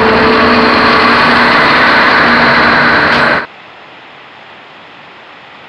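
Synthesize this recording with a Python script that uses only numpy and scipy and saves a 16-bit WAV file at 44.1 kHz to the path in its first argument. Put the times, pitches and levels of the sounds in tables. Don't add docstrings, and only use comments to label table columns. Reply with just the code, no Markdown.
import sys
import numpy as np
from scipy import signal
from scipy.fft import rfft, irfft, next_fast_len
from scipy.io import wavfile
from scipy.ndimage import uniform_filter1d, minimum_filter1d

SR = 44100
rng = np.random.default_rng(int(sys.argv[2]) if len(sys.argv) > 2 else 0)


def master(y):
    cut = np.clip(np.atleast_2d(y).T, -1, 1)
    pcm = np.round(cut * 32767)
    wavfile.write(sys.argv[1], SR, pcm.astype(np.int16))


N = 250708
TIME_S = np.arange(N) / SR

# (frequency [Hz], relative density [dB])
HISS_SPECTRUM = [(4000, -22.5), (6000, -0.5), (7100, -4), (7900, 3), (8400, -1), (9800, -1.5),
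                 (11000, -9.5), (12500, -13.5), (13500, -15), (15500, -18)]


def from_db(db):
    return 10 ** (np.asarray(db) / 20)


def unit_rms(x):
    return x / np.sqrt(np.mean(x ** 2) + 1e-20)


def curve(points):
    return np.interp(TIME_S, *np.transpose(points))


def drift(rate_hz):
    step, warmup = 40, 2000
    pole = np.exp(-2 * np.pi * rate_hz * step / SR)
    noise = rng.standard_normal(N // step + warmup + 2)
    slow = signal.lfilter([1], [1, -2 * pole, pole * pole], noise)[warmup:]
    return np.interp(np.arange(N) / step, np.arange(len(slow)), unit_rms(slow))


def coloured(x, spectrum):
    size = next_fast_len(N)
    hz, level_db = np.transpose(spectrum)
    bins_hz = np.maximum(np.arange(size // 2 + 1) * SR / size, 1)
    octaves_out = np.maximum(np.log2(hz[0] / bins_hz), 0) + np.maximum(np.log2(bins_hz / hz[-1]), 0)
    gain = from_db(np.interp(np.log(bins_hz), np.log(hz), level_db) - 30 * octaves_out)
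    return unit_rms(irfft(rfft(x, size) * gain, size)[:N])


def rush(spectrum, flutter_db, rate_hz):
    return coloured(rng.standard_normal(N) * from_db(flutter_db * drift(rate_hz)), spectrum)


def resonate(x, hz, width_hz):
    radius = np.exp(-np.pi * width_hz / SR)
    feedforward = np.array([1, 0, -1]) * (1 - radius ** 2) / 2
    feedback = [1, -2 * radius * np.cos(2 * np.pi * hz / SR), radius ** 2]
    return signal.lfilter(feedforward, feedback, x + 1e-18)


def ringing(hz, width_hz):
    stage_width_hz = 1.66 * width_hz
    first_stage = resonate(rng.standard_normal(N), hz, stage_width_hz)
    return unit_rms(resonate(first_stage, hz, stage_width_hz))


def tone(hz, waver):
    paths = 1 + waver * (drift(5.2) + 1j * drift(7.3))
    cycles = np.cumsum(hz * np.ones(N)) / SR + rng.random()
    return unit_rms(np.real(paths * np.exp(2j * np.pi * cycles)))


def going_by(nearest_s, half_s):
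    return 1 / (1 + ((TIME_S - nearest_s) / half_s) ** 2)


def swell(start_s, attack_s, hold_s, release_db_per_s):
    age_s = TIME_S - start_s
    release_db = -release_db_per_s * np.maximum(age_s - attack_s - hold_s, 0)
    return np.clip(age_s / attack_s, 0, 1) * from_db(release_db)


def rolling():
    # (frequency [Hz], relative density [dB])
    rumble_spectrum = [(20, -16), (45, -22), (62, -27), (80, -14.5), (105, -8.5), (140, -6.5), (250, 0.5),
                       (370, -1.5), (600, 1), (800, -3.5), (960, 1.5), (1250, -4), (1900, -14.5),
                       (3000, -38.5)]
    rail_spectrum = [(500, -11.5), (900, -5.5), (1300, -1.5), (1700, -1), (2020, -3.5), (2280, -10),
                     (2460, -9.5), (2800, -20), (3600, -22.5), (5000, -45.5)]
    web_spectrum = [(1500, -14), (2500, 4), (3000, 3.5), (3700, -3.5), (4150, 1), (4550, -0.5), (5000, -7),
                    (5500, -17), (6300, -29), (7500, -51)]
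    sizzle_spectrum = [(8000, -10.5), (11000, -1), (12500, -1), (13300, -7), (15500, -4)]
    ebb_db_per_s = 1.0
    rumble = from_db(-10 - ebb_db_per_s * TIME_S) * rush(rumble_spectrum, flutter_db=-0.04, rate_hz=24)
    rail_gain = from_db(-7.2) * going_by(nearest_s=1.96, half_s=2.24)
    rail = rail_gain * rush(rail_spectrum, flutter_db=0.5, rate_hz=25)
    web_gain = from_db(-17.2) * going_by(nearest_s=1.26, half_s=1.52)
    webs = web_gain * rush(web_spectrum, flutter_db=2.26, rate_hz=44)
    far_wheels_gain = from_db(-52.5)
    hiss_gain = far_wheels_gain + from_db(-46.5) * going_by(nearest_s=1.33, half_s=0.46)
    hiss = hiss_gain * rush(HISS_SPECTRUM, flutter_db=1.1, rate_hz=70)
    sizzle_gain = from_db(-52) * going_by(nearest_s=1.73, half_s=0.66)
    sizzle = sizzle_gain * rush(sizzle_spectrum, flutter_db=2.2, rate_hz=160)
    return rumble + rail + webs + hiss + sizzle


def faint_ticks(ticks_per_s=9, decay_s=0.008):
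    onsets = (rng.random(N) < ticks_per_s / SR) * rng.random(N)
    envelope = signal.lfilter([1], [1, -np.exp(-1 / (decay_s * SR))], onsets + 1e-18)
    return from_db(-62) * coloured(envelope * rng.standard_normal(N), HISS_SPECTRUM)


def wheelsets():
    # (frequency [Hz], width [Hz], level when nearest [dB])
    first_modes = [(262, 40, -22), (1135, 49, -11.5), (2460, 76, -23), (4180, 120, -22.5),
                   (4420, 230, -25.5)]
    second_modes = [(1027, 97, -16.3), (1518, 24, -15.5), (2004, 95, -15.5), (3660, 450, -24.5),
                    (4145, 280, -24.5)]
    third_modes = [(145, 19.5, -24.5), (301, 29, -26), (1146, 97, -15), (1509, 31, -17.5), (1618, 105, -14),
                   (4050, 170, -23), (4345, 340, -25.5)]
    fourth_modes = [(75.4, 38, -34), (607, 45, -25.5), (1495, 74, -13)]
    # (time nearest [s], time to half gain [s])
    passes = [(.88, 0.68), (1.78, 0.67), (2.55, 0.86), (3.2, .52)]
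    mix = np.zeros(N)
    for (nearest_s, half_s), modes in zip(passes, (first_modes, second_modes, third_modes, fourth_modes)):
        ring = sum(from_db(db) * ringing(hz, width_hz) for hz, width_hz, db in modes)
        mix += going_by(nearest_s, half_s) * ring
    return mix


def diesel(firing_order=8, doppler_share=0.00497):
    # (time [s], relative level [dB])
    firing_levels = [(0.04, -22), (0.58, -12), (0.77, -20), (0.85, -13.5), (0.98, -28), (1.06, -15),
                     (2.15, -28.5), (2.3, -17), (2.95, -22.5), (2.99, -37), (3.15, -20), (3.4, -30)]
    # (shaft order [1], level [dB])
    block_tones = [(2.5, -33.5), (5, -34), (9, -32.5), (10, -25), (16.5, -33), (20, -26.5), (22.25, -23.5),
                   (29.5, -29), (31.75, -24.5)]
    nominal_hz, nearest_s, glide_s = 29.9, 1.3, 0.38
    shaft_hz = nominal_hz * (1 - doppler_share * np.tanh((TIME_S - nearest_s) / glide_s))
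    firing = from_db(2.5 + curve(firing_levels)) * tone(firing_order * shaft_hz, waver=0.13)
    block = sum(from_db(db) * tone(order * shaft_hz, waver=0.45) for order, db in block_tones)
    return firing + block


def cooling_fan():
    # (frequency [Hz], relative level [dB])
    fan_tones = [(85, -16), (221, -10.5), (442, -0.5), (884, -14), (2730, -19.5)]
    drone = sum(from_db(db) * tone(hz, waver=0.13) for hz, db in fan_tones)
    boom = from_db(-20) * ringing(hz=70, width_hz=48)
    gain = from_db(-29) + from_db(-11) * going_by(nearest_s=0.11, half_s=0.59)
    return gain * (drone + boom)


def flange(touch_s=3.112):
    # (frequency [Hz], relative density [dB])
    scrape_spectrum = [(1500, -16), (2600, 3), (3600, -1), (4600, -2.5), (5500, -16), (6800, -28),
                       (9000, -31), (13000, -46), (15500, -58)]
    # (frequency [Hz], width [Hz], relative level [dB])
    squeal_modes = [(7560, 60, -9), (7800, 60, -3), (8950, 100, -3), (10600, 77, -11), (11900, 80, -16),
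                    (13900, 100, -21)]
    scrape = rush(scrape_spectrum, flutter_db=1.9, rate_hz=90)
    scrape *= swell(touch_s, attack_s=0.015, hold_s=0.009, release_db_per_s=141)
    squeal = unit_rms(sum(from_db(db) * ringing(hz, width_hz) for hz, width_hz, db in squeal_modes))
    squeal *= swell(touch_s, attack_s=0.11, hold_s=0.05, release_db_per_s=220)
    return from_db(-12.5) * scrape + from_db(-46.5) * squeal


def bubbles(per_s, q, spread_db):
    strengths = from_db(spread_db * np.minimum(rng.exponential(1, N), 4)) * rng.choice([-1, 1], N)
    births = strengths * (rng.random(N) < per_s / SR)
    pitches_hz = np.geomspace(300, 4000, 20)
    pitch_index = rng.integers(0, len(pitches_hz), N)
    return unit_rms(sum(resonate(births * (pitch_index == k), hz, hz / q)
                        for k, hz in enumerate(pitches_hz)))


def rapids():
    # (frequency [Hz], relative density [dB])
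    churn_spectrum = [(25, -34), (48, -37), (85, -9), (160, -3), (480, -3.5), (780, 0), (1250, -2),
                      (1620, -5), (1950, -1.5), (2250, -6), (2550, -3), (2950, -8), (3400, -8.5),
                      (4500, -29)]
    spray_spectrum = [(2500, -10), (3600, 1), (4300, -3.5), (4800, -8), (5200, -5.5), (5550, -18),
                      (7200, -20), (8200, -32), (10000, -36), (13000, -44), (15500, -45)]
    excitation = rng.standard_normal(N) + from_db(-12) * bubbles(per_s=3000, q=5.6, spread_db=1)
    churn = from_db(-33.5) * coloured(excitation, churn_spectrum)
    spray = from_db(-49.5) * rush(spray_spectrum, flutter_db=0.6, rate_hz=25)
    return churn + spray


def scene():
    # (time [s], gain [dB])
    train_fade = [(3.34, -2), (3.385, -4), (3.402, -11), (3.45, -14.5)]
    cut_s, crossfade_s = 3.452, 0.002
    train = rolling() + faint_ticks() + wheelsets() + diesel() + cooling_fan() + flange()
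    train *= from_db(curve(train_fade))
    river_share = np.clip((TIME_S - cut_s) / crossfade_s, 0, 1)
    return ((1 - river_share) * train + river_share * rapids())[None]


def record(dry):
    ceiling, cutoff_hz = 0.99, 15600
    needed_gain = ceiling / np.maximum(np.abs(dry), ceiling)
    held_gain = minimum_filter1d(needed_gain, size=33)
    smooth_gain = uniform_filter1d(uniform_filter1d(held_gain, size=19), size=15)
    lowpass = signal.ellip(10, 0.05, 70, cutoff_hz, fs=SR, output="sos")
    return signal.sosfiltfilt(lowpass, dry * smooth_gain)


dry = scene()
out = record(dry)
master(out)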